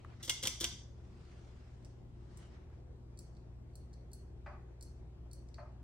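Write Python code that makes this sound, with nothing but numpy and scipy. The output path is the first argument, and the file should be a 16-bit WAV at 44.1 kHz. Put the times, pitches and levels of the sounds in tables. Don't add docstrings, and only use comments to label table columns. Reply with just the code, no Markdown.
import sys
import numpy as np
from scipy import signal
from scipy.fft import rfft, irfft, next_fast_len
from scipy.io import wavfile
from scipy.ndimage import uniform_filter1d

SR = 44100
rng = np.random.default_rng(int(sys.argv[2]) if len(sys.argv) > 2 else 0)


def unload_audio(sound):
    columns = np.transpose(np.atleast_2d(sound))
    steps = np.round(np.clip(columns, -1, 1) * 32767)
    wavfile.write(sys.argv[1], SR, steps.astype(np.int16))


N = 257103


def amp(db):
    return 10 ** (np.asarray(db) / 20)


def evened(x):
    return x / np.sqrt(np.mean(x ** 2) + 1e-20)


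def read(points, hz):
    f, value = np.transpose(points)
    return np.interp(np.log(hz + 1), np.log(f + 1), value)


def drift(rate_hz):
    t = np.arange(N) / SR
    rates = np.geomspace(.6, rate_hz, num=12)
    return evened(sum(np.sin(2 * np.pi * (f * t + rng.random())) / np.sqrt(f) for f in rates))


# (frequency [Hz], level [dB], wavering [dB], left minus right [dB],
# share of the slow swell [ratio])
HUM_TONES = [(38.6, -67.5, .8, .3, .2), (59.6, -56.4, .3, .3, 1.6), (76.6, -61.5, 2.2, .3, -.12),
             (95, -71, 3, .3, -.3), (119.8, -58.6, 1.1, 2.2, -.1), (152.8, -71, 1.6, 2.5, .2),
             (238, -76, 2.2, 1.5, -.6), (351, -75.5, 2.2, 2.5, -.2), (378, -77.5, 2.2, 1.5, -.1)]
# (time [s], level [dB])
HUM_SWELL = [(0, -11.5), (.6, 1), (1.2, -1), (2.4, -1), (3.2, 0.5), (4.5, 2), (5.83, 2)]


def hum():
    t, out = np.arange(N) / SR, np.zeros((2, N))
    swell_db = np.interp(t, *np.transpose(HUM_SWELL))
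    for hz, db, waver_db, pan_db, share in HUM_TONES:
        phase = 2 * np.pi * (hz * t + rng.random()) + 0.26 * waver_db * drift(2.8)
        level_db = db + waver_db * drift(6.8) + share * swell_db
        tone = np.sqrt(2) * amp(level_db) * np.sin(phase)
        out += tone * amp([[pan_db / 2], [-pan_db / 2]])
    return out


def noise(spectrum, same, balance, patchy_db):
    frames, hz = N // 512 + 5, np.fft.rfftfreq(2048, 1 / SR)
    a, b, c, d, patches = rng.standard_normal((frames, len(hz), 5)).T
    patches = uniform_filter1d(patches, size=20, axis=0)
    patches = evened(uniform_filter1d(patches, size=6, axis=1))
    same = np.clip(same(hz), -1, 1)[:, None]
    left, other = a + 1j * b, c + 1j * d
    z = np.array([left, same * left + np.sqrt(1 - same ** 2) * other])
    z = z * amp(read(spectrum, hz)[:, None] + patchy_db * patches)
    z = z * amp(np.outer([.5, -.5], balance(hz)))[..., None]
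    return evened(signal.istft(z, nperseg=2048, noverlap=1536)[1][:, :N])


# (frequency [Hz], relative level [dB per Hz])
DRONE_COLOUR = [(15, -53.5), (30, -17.5), (45, -11), (60, -10.5), (75, -5.5), (110, -14.5), (174, -15),
                (300, -21.5), (360, -17), (420, -24), (800, -30.5), (1200, -38), (2500, -45.5), (5000, -51),
                (9000, -55.5), (10000, -69.5), (11500, -58.5), (13000, -70), (14000, -84)]
# (frequency [Hz], likeness [-1 to 1])
DRONE_LIKENESS = [(60, 0.9), (180, 0.8), (550, 0.48), (1650, -0.032), (4970, -0.53), (15000, -0.34)]
# (frequency [Hz], left minus right [dB])
DRONE_LEAN = [(60, 0.35), (240, 2.6), (950, 3.5), (3770, 0.69), (15000, 1.0)]
DRONE_DB = -58


def drone():
    sound = noise(DRONE_COLOUR, lambda hz: read(DRONE_LIKENESS, hz), lambda hz: read(DRONE_LEAN, hz),
                  patchy_db=1.5)
    return amp(DRONE_DB) * sound


# (frequency [Hz], relative level [dB per Hz])
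CLOTH_COLOUR = [(350, -25.5), (600, -6), (805, -4.5), (1490, -7.5), (1990, -8), (5490, -12.5),
                (8790, -21.5), (10000, -32.5), (13000, -63.5), (22000, -120)]
# (loudest time [s], level [dB], swell [s], fade [s], treble level [dB])
CLOTH_BRUSHES = [(0.051, -71, 0.13, .4, -3.5), (.1, -63.5, 0.058, 0.043, -19),
                 (.21, -63.5, 0.011, 0.029, -2.5), (1.302, -69, 0.3, 0.48, -2),
                 (2.38, -71, 0.16, 0.061, -0.5), (2.44, -64.5, 0.059, 0.049, -3.5),
                 (2.545, -63, 0.045, 0.034, -9.5), (2.6, -72, 0.025, .08, -7.5),
                 (2.735, -70.5, 0.034, 0.059, -10.5)]
BRUSH_DB = 6
TREBLE_HZ, GRIT_DB, GRIT_S = 2400, 1, 0.014


def rustle():
    t = np.arange(N) / SR
    cloth = noise(CLOTH_COLOUR, lambda hz: 0.2 + 0 * hz, lambda hz: 0.47 + 0 * hz, patchy_db=2.2)
    highpass = signal.butter(2, TREBLE_HZ, "high", fs=SR, output="sos")
    treble = signal.sosfiltfilt(highpass, cloth)
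    strokes = np.array([amp(db - BRUSH_DB * ((t - s) / np.where(t < s, swell, fade)) ** 2) ** 2
                        for s, db, swell, fade, _ in CLOTH_BRUSHES])
    bright = amp([row[-1] for row in CLOTH_BRUSHES]) ** 2 @ strokes
    grit = evened(uniform_filter1d(rng.standard_normal(N), round(GRIT_S * SR)))
    grit = evened(amp(GRIT_DB * grit))
    return grit * (np.sqrt(strokes.sum(0)) * (cloth - treble) + np.sqrt(bright) * treble)


def add(mix, s, sound):
    part = mix[round(s * SR):][:len(sound)]
    part += sound[:len(part)]


def colour(x, db_at):
    size = next_fast_len(len(x) + 2048)
    hz = abs(np.fft.fftfreq(size, 1 / SR))
    log_gain = np.log(amp(np.maximum(db_at(hz), -100)))
    response = np.exp(np.conj(signal.hilbert(log_gain)))
    return np.fft.ifft(np.fft.fft(x, size) * response).real[:len(x)]


CRACKLE_DB, CRACKLE_S = 2.5, 0.0015


def contact(t, rise, length):
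    grains = evened(uniform_filter1d(rng.standard_normal(len(t)), max(round(CRACKLE_S * SR), 1)))
    crackle = rng.standard_normal(len(t)) * amp(CRACKLE_DB * grains)
    z = rfft(crackle * (1 - np.exp(-t / rise)) * np.exp(-t / max(length, 3e-4)))
    burst = irfft(z / np.sqrt(uniform_filter1d(abs(z) ** 2, size=300)), len(t))
    return burst * (1 - np.exp(-t / 1e-4)) * (t < .15)


def ring(modes, longest, apart):
    hz, db, t60 = np.transpose(modes)[..., None]
    t = np.arange(SR // 2) / SR
    fade = amp(db - 60 * t / np.minimum(t60, longest))
    fade = np.repeat(fade, apart.shape[1], axis=0)
    return fade * np.sin(2 * np.pi * (hz * (1 + apart)).reshape(-1, 1) * t)


def strikes(events, crack, modes, ring_db, longest, rise, spread, stressed=(4000, 1)):
    t, out = np.arange(SR // 2) / SR, np.zeros(N)
    stress_hz, octaves = stressed
    bank = ring(modes, longest, spread * rng.standard_normal((len(modes), 20)))
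    for s, db, tilt_db, length, *stress_db in events:
        body = rng.uniform(-1, 1, len(bank)) @ bank
        rattle = contact(t, rise, length)
        snap = colour(rattle, lambda hz: read(crack, hz))
        rung = signal.fftconvolve(rattle, body)[:len(t)]
        sound = evened(snap) + amp(ring_db) * evened(rung)

        def strike_colour(hz):
            tilt = tilt_db * np.log2(np.clip(hz, 500, 11000) / 4000)
            band = np.exp(-(np.log2((hz + 1) / stress_hz) / octaves) ** 2)
            return tilt + sum(stress_db) * band

        sound = colour(sound, strike_colour)
        loudest = uniform_filter1d(sound ** 2, size=88).max()
        add(out, s, amp(db) * sound / np.sqrt(loudest * 2))
    return out


# (time [s], level [dB], brightness [dB per octave about 4 kHz], rattle length [s])
TAPS = [(0.047, -45, 5.5, 0.00088), (2.7, -67, 9.5, 0.0019)]
# (frequency [Hz], relative level [dB], time to fade by 60 dB [s])
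TAP_MODES = [(1138, -1, 0.015), (1353, -8.5, 0.024), (1650, -1, 0.013)]
# (frequency [Hz], relative level [dB per Hz])
TAP_COLOUR = [(600, -32), (900, 4.5), (1300, 12), (1800, 1), (2200, -33.5), (5000, -75.5)]


def dry_taps():
    return strikes(TAPS, TAP_COLOUR, TAP_MODES, ring_db=-8, longest=.05, rise=0.0006, spread=0.04)


# (frequency [Hz], time to fade by 60 dB [s])
GARAGE_FADE = [(300, 0.39), (1000, 0.52), (3000, 0.37), (6000, 0.49), (10000, 0.3), (16000, 0.16)]
# (frequency [Hz], likeness [0 to 1])
GARAGE_LIKENESS = [(300, 0.78), (1000, 0.64), (2500, 0.09), (6000, 0.14)]
ECHO_PATCHY_DB = 2


def garage(x):
    taps = np.zeros((2, SR))
    at = np.arange(200, SR - 20, 20) + rng.integers(0, 20, (2, (SR - 201) // 20))
    np.put_along_axis(taps, at, rng.choice([-1., 1.], at.shape), 1)
    hz, t, z = signal.stft(taps, SR, nperseg=256)
    same = np.clip(read(GARAGE_LIKENESS, hz), 0, 1)[:, None]
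    z = np.array([z[0], same * z[0] + np.sqrt(1 - same ** 2) * z[1]])
    patches = uniform_filter1d(rng.standard_normal(z.shape[1:]), size=5, axis=0)
    patches = evened(uniform_filter1d(patches, size=7, axis=1))
    fade = amp(-60 * t / read(GARAGE_FADE, hz)[:, None])
    tail = signal.istft(z * amp(ECHO_PATCHY_DB * patches) * fade, SR, nperseg=256)[1]
    return signal.fftconvolve(x[None], tail / np.linalg.norm(tail[0]), axes=1)[:, :N]


# (time [s], level [dB], brightness [dB per octave about 4 kHz], rattle length [s],
# push on the cabinet front [dB], clang [dB], upper knock of the cabinet front [dB])
LATCH_CLACKS = [(0.2265, -41.5, 1.5, 0.0089, -59, -1, -6), (0.2465, -45, 4.5, 0.0086, -58.5, -6, -5.5),
                (0.2762, -40, -2, 0.0065, -50, -11.5, -1), (0.2946, -23, 1.5, 0.0029, -55.5, 6.5, 4),
                (0.4255, -37, 1, 0.006, -53.5, -5.5, 4), (0.434, -32.5, 0, 0.0046, -46, 0.5, -4),
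                (0.4522, -31.5, -2, 0.007, -49, -3, -2.5), (0.4708, -24.5, 3, 0.0023, -48.5, 5.5, 1.5),
                (0.6012, -37.5, 3.5, 0.0061, -57.5, -10.5, -3.5),
                (0.607, -33, 0.5, 0.0087, -40.5, -7.5, -11.5), (0.6275, -39.5, -3, 0.004, -46, -4.5, -3.5),
                (0.6418, -25.5, 0.5, 0.002, -57.5, 4, -1.5)]
# (frequency [Hz], relative level [dB], time to fade by 60 dB [s])
LATCH_MODES = [(2090, -12, 0.3), (2300, -15.5, 0.16), (2820, -10.5, 0.12), (3140, -5, 0.042),
               (3450, -5.5, 0.45), (4250, -16, 0.14), (4710, -12, 0.51), (5350, -6.5, 0.25),
               (5930, 0.5, 0.16), (6480, -8.5, 0.095), (6400, -12, 0.2), (7500, -15.5, 0.15)]
# (frequency [Hz], relative level [dB per Hz])
LATCH_COLOUR = [(410, -48.5), (700, -19.5), (1250, -19), (1600, -14.5), (1800, -17.5), (2070, -8.5),
                (2520, -16.5), (3240, 0), (4230, -10.5), (5880, -6.5), (9600, -13.5), (10300, -23),
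                (11200, -17.5), (12800, -22.5), (13900, -43), (15200, -12), (16500, -42.5)]
BOUNCE_S, BOUNCE_DB, BOUNCE_DULLS_DB = .0062, -8.5, -4.5
LATCH_CLANG = (2600, 0.25)


def latch_clacks():
    first = [row[:4] + row[5:6] for row in LATCH_CLACKS]
    bounces = [(s + BOUNCE_S, db + BOUNCE_DB, tilt_db + BOUNCE_DULLS_DB, length, clang_db)
               for s, db, tilt_db, length, clang_db in first]
    return strikes(first + bounces, LATCH_COLOUR, LATCH_MODES, ring_db=-8.5, longest=.5, rise=.004,
                   spread=.018, stressed=LATCH_CLANG)


# (frequency [Hz], left minus right [dB])
LATCH_AT_PORTS = ([(500, 1.5), (2000, -1.5), (3500, 1.25), (8000, 2), (11800, -7), (16400, -11.5)],
                  [(100, -5), (400, 3.5), (1220, 4.5), (3330, -7), (5500, 7.5), (9080, -1), (15000, 0.5)])


def latch_at_ports(x):
    phase, balance = LATCH_AT_PORTS
    hz = np.fft.rfftfreq(N, 1 / SR)
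    half = amp(read(balance, hz) / 2) * np.exp(.5j * read(phase, hz))
    return irfft(rfft(x) * np.array([half, 1 / half]), N)


# (frequency [Hz], relative level [dB], time to fade by 60 dB [s])
PANEL_MODES = [(79, -8, .13), (97, -12, .08), (172, -20, .15), (238, -10, .18), (338.5, 1, .11),
               (370, -10, .1), (520, 8, .055), (1010, -7, .05)]
# (time [s], level [dB])
PANEL_SETTLES = [(.443, -33), (0.468, -39), (0.652, -38), (0.698, -53), (.717, -33), (0.767, -43)]
PUSH_LAG_S, PUSH_S, SETTLE_S = .0035, 0.0018, 0.0053
UPPER_KNOCK_HZ = 450


def cabinet_thumps():
    t, out = np.arange(SR // 2) / SR, np.zeros(N)
    pushes = [(row[0] + PUSH_LAG_S, row[4], PUSH_S, row[6]) for row in LATCH_CLACKS]
    pushes += [(s, db, SETTLE_S, 0) for s, db in PANEL_SETTLES]
    for s, db, length, upper_db in pushes:
        signs = rng.choice([-1, 1], len(PANEL_MODES))
        body = np.zeros(len(t))
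        for sign, (hz, level_db, t60) in zip(signs, PANEL_MODES):
            fade = amp(level_db + upper_db * (hz > UPPER_KNOCK_HZ) - 60 * t / t60)
            body += sign * fade * np.sin(2 * np.pi * hz * t)
        push = np.sin(np.pi * np.clip(t[:400] / length, 0, 1)) ** 2
        add(out, s, amp(db) * signal.fftconvolve(body, push / push.sum()))
    return signal.sosfilt(signal.butter(4, 65, "high", fs=SR, output="sos"), out)


# (time [s], level [dB], brightness [dB per octave about 4 kHz], first touch level [dB],
# first touch lead [s], ping [dB], rebound level [dB], rebound delay [s])
BUTTON_TICKS = [(1.8475, -55.5, -4, -72, 0.021, -14, -77, 0.054),
                (2.3722, -54, 9.5, -77, .008, -18, -85, 0.055), (3.189, -48.5, 9, -59, 0.015, 2, -77, .06),
                (3.367, -65, -10, -70.5, .018, 0, -93, 0.067), (3.754, -53.5, 12, -76, 0.02, 8, -82, 0.058),
                (3.937, -61.5, -0.5, -64, 0.0075, 2, -87, 0.065),
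                (4.132, -49, 14, -64.5, 0.017, 10, -76, .055),
                (4.825, -49.5, 10.5, -53, 0.016, 3.5, -65.5, .04),
                (5.3307, -50.5, 13.5, -57.5, 0.018, 6, -67, 0.047),
                (5.486, -64, -5, -86, 0.017, -15, -87, .06),
                (5.5422, -52, -9.5, -83, 0.015, 6.5, -66, 0.045)]
# (frequency [Hz], relative level [dB], time to fade by 60 dB [s])
BUTTON_MODES = [(4230, -12.5, 0.039), (5600, -16, 0.03), (8200, -3, 0.017), (10620, -11, 0.033)]
# (frequency [Hz], relative level [dB per Hz])
BUTTON_COLOUR = [(1500, -45), (2100, -12), (2800, -17), (3300, -20), (3750, -11), (4400, 4), (5030, -3),
                 (5840, -1), (6500, -5), (7000, -9), (7700, -7), (8500, -5), (9300, -8), (9960, -18),
                 (11000, -13), (13700, -42), (15700, -16.5), (16100, -29), (16500, -49)]
TICK_S = .0026
BUTTON_PING = (4370, 0.11)


def button_ticks():
    events = []
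    for s, db, tilt_db, touch_db, lead, ping_db, *_ in BUTTON_TICKS:
        events.append((s - lead, touch_db, tilt_db / 2, TICK_S, ping_db))
        events.append((s, db, tilt_db, TICK_S, ping_db))
    return strikes(events, BUTTON_COLOUR, BUTTON_MODES, ring_db=-14, longest=.035, rise=.0012,
                   spread=.06, stressed=BUTTON_PING)


REBOUND_RISE_S, REBOUND_S, REBOUND_PING_DB = .012, .008, 18


def button_rebounds():
    events = [(s + delay, db, 0, REBOUND_S, REBOUND_PING_DB) for s, *_, db, delay in BUTTON_TICKS]
    return strikes(events, BUTTON_COLOUR, BUTTON_MODES, ring_db=-14, longest=.035, rise=REBOUND_RISE_S,
                   spread=.04, stressed=BUTTON_PING)


def left_later(x, lag_s):
    half = np.exp(-1j * np.pi * np.fft.rfftfreq(N, 1 / SR) * lag_s)
    return irfft(rfft(x) * np.array([half, 1 / half]), N)


# (time [s], level [dB], brightness [dB per octave about 4 kHz], rattle length [s])
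WOOD_KNOCKS = [(4.4605, -45.5, -3.5, 0.012), (5.582, -48, -7, 0.012)]
# (frequency [Hz], relative level [dB], time to fade by 60 dB [s])
WOOD_MODES = [(622, -1, 0.12), (717, 0, .12), (840, -2, 0.12), (1072, -3, 0.1), (1235, -3, .1),
              (1560, -7, 0.09), (1900, -8, 0.07), (2400, -9, .06), (4700, -21, 0.037)]
# (frequency [Hz], relative level [dB per Hz])
WOOD_COLOUR = [(400, -50), (500, -18), (590, 1), (1060, 2), (1500, 0.5), (1900, 0), (2500, -4), (2950, -14),
               (3900, -20), (4700, -14), (5500, -23), (9000, -33.5), (11000, -76.5)]


def wooden_knocks():
    return strikes(WOOD_KNOCKS, WOOD_COLOUR, WOOD_MODES, ring_db=-14, longest=.2, rise=.001, spread=.06)


TAP_WET_DB, LATCH_WET_DB, BUTTON_WET_DB, WOOD_WET_DB = -16, -6.5, -5, 2.5
BUTTON_LAG_S = 0.0002433


def scene():
    steady = hum() + drone()
    cloth = rustle()
    tap, latch, thumps = dry_taps(), latch_clacks(), cabinet_thumps()
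    button, rebound, wood = button_ticks(), button_rebounds(), wooden_knocks()
    lean_left = amp([[1.5], [-1.5]])
    direct = tap + latch_at_ports(latch) + left_later(button + rebound, BUTTON_LAG_S)
    direct = direct + (thumps + wood) * lean_left
    wet = amp(TAP_WET_DB) * tap + amp(LATCH_WET_DB) * latch
    wet += amp(BUTTON_WET_DB) * button + amp(WOOD_WET_DB) * wood
    return direct + garage(wet) + steady + cloth


EDGE_HZ = 16400


def record(dry):
    lowpass = signal.firwin(511, EDGE_HZ, window=("kaiser", 9), fs=SR)
    return signal.oaconvolve(dry, lowpass[None], "same")


dry = scene()
out = record(dry)
unload_audio(out)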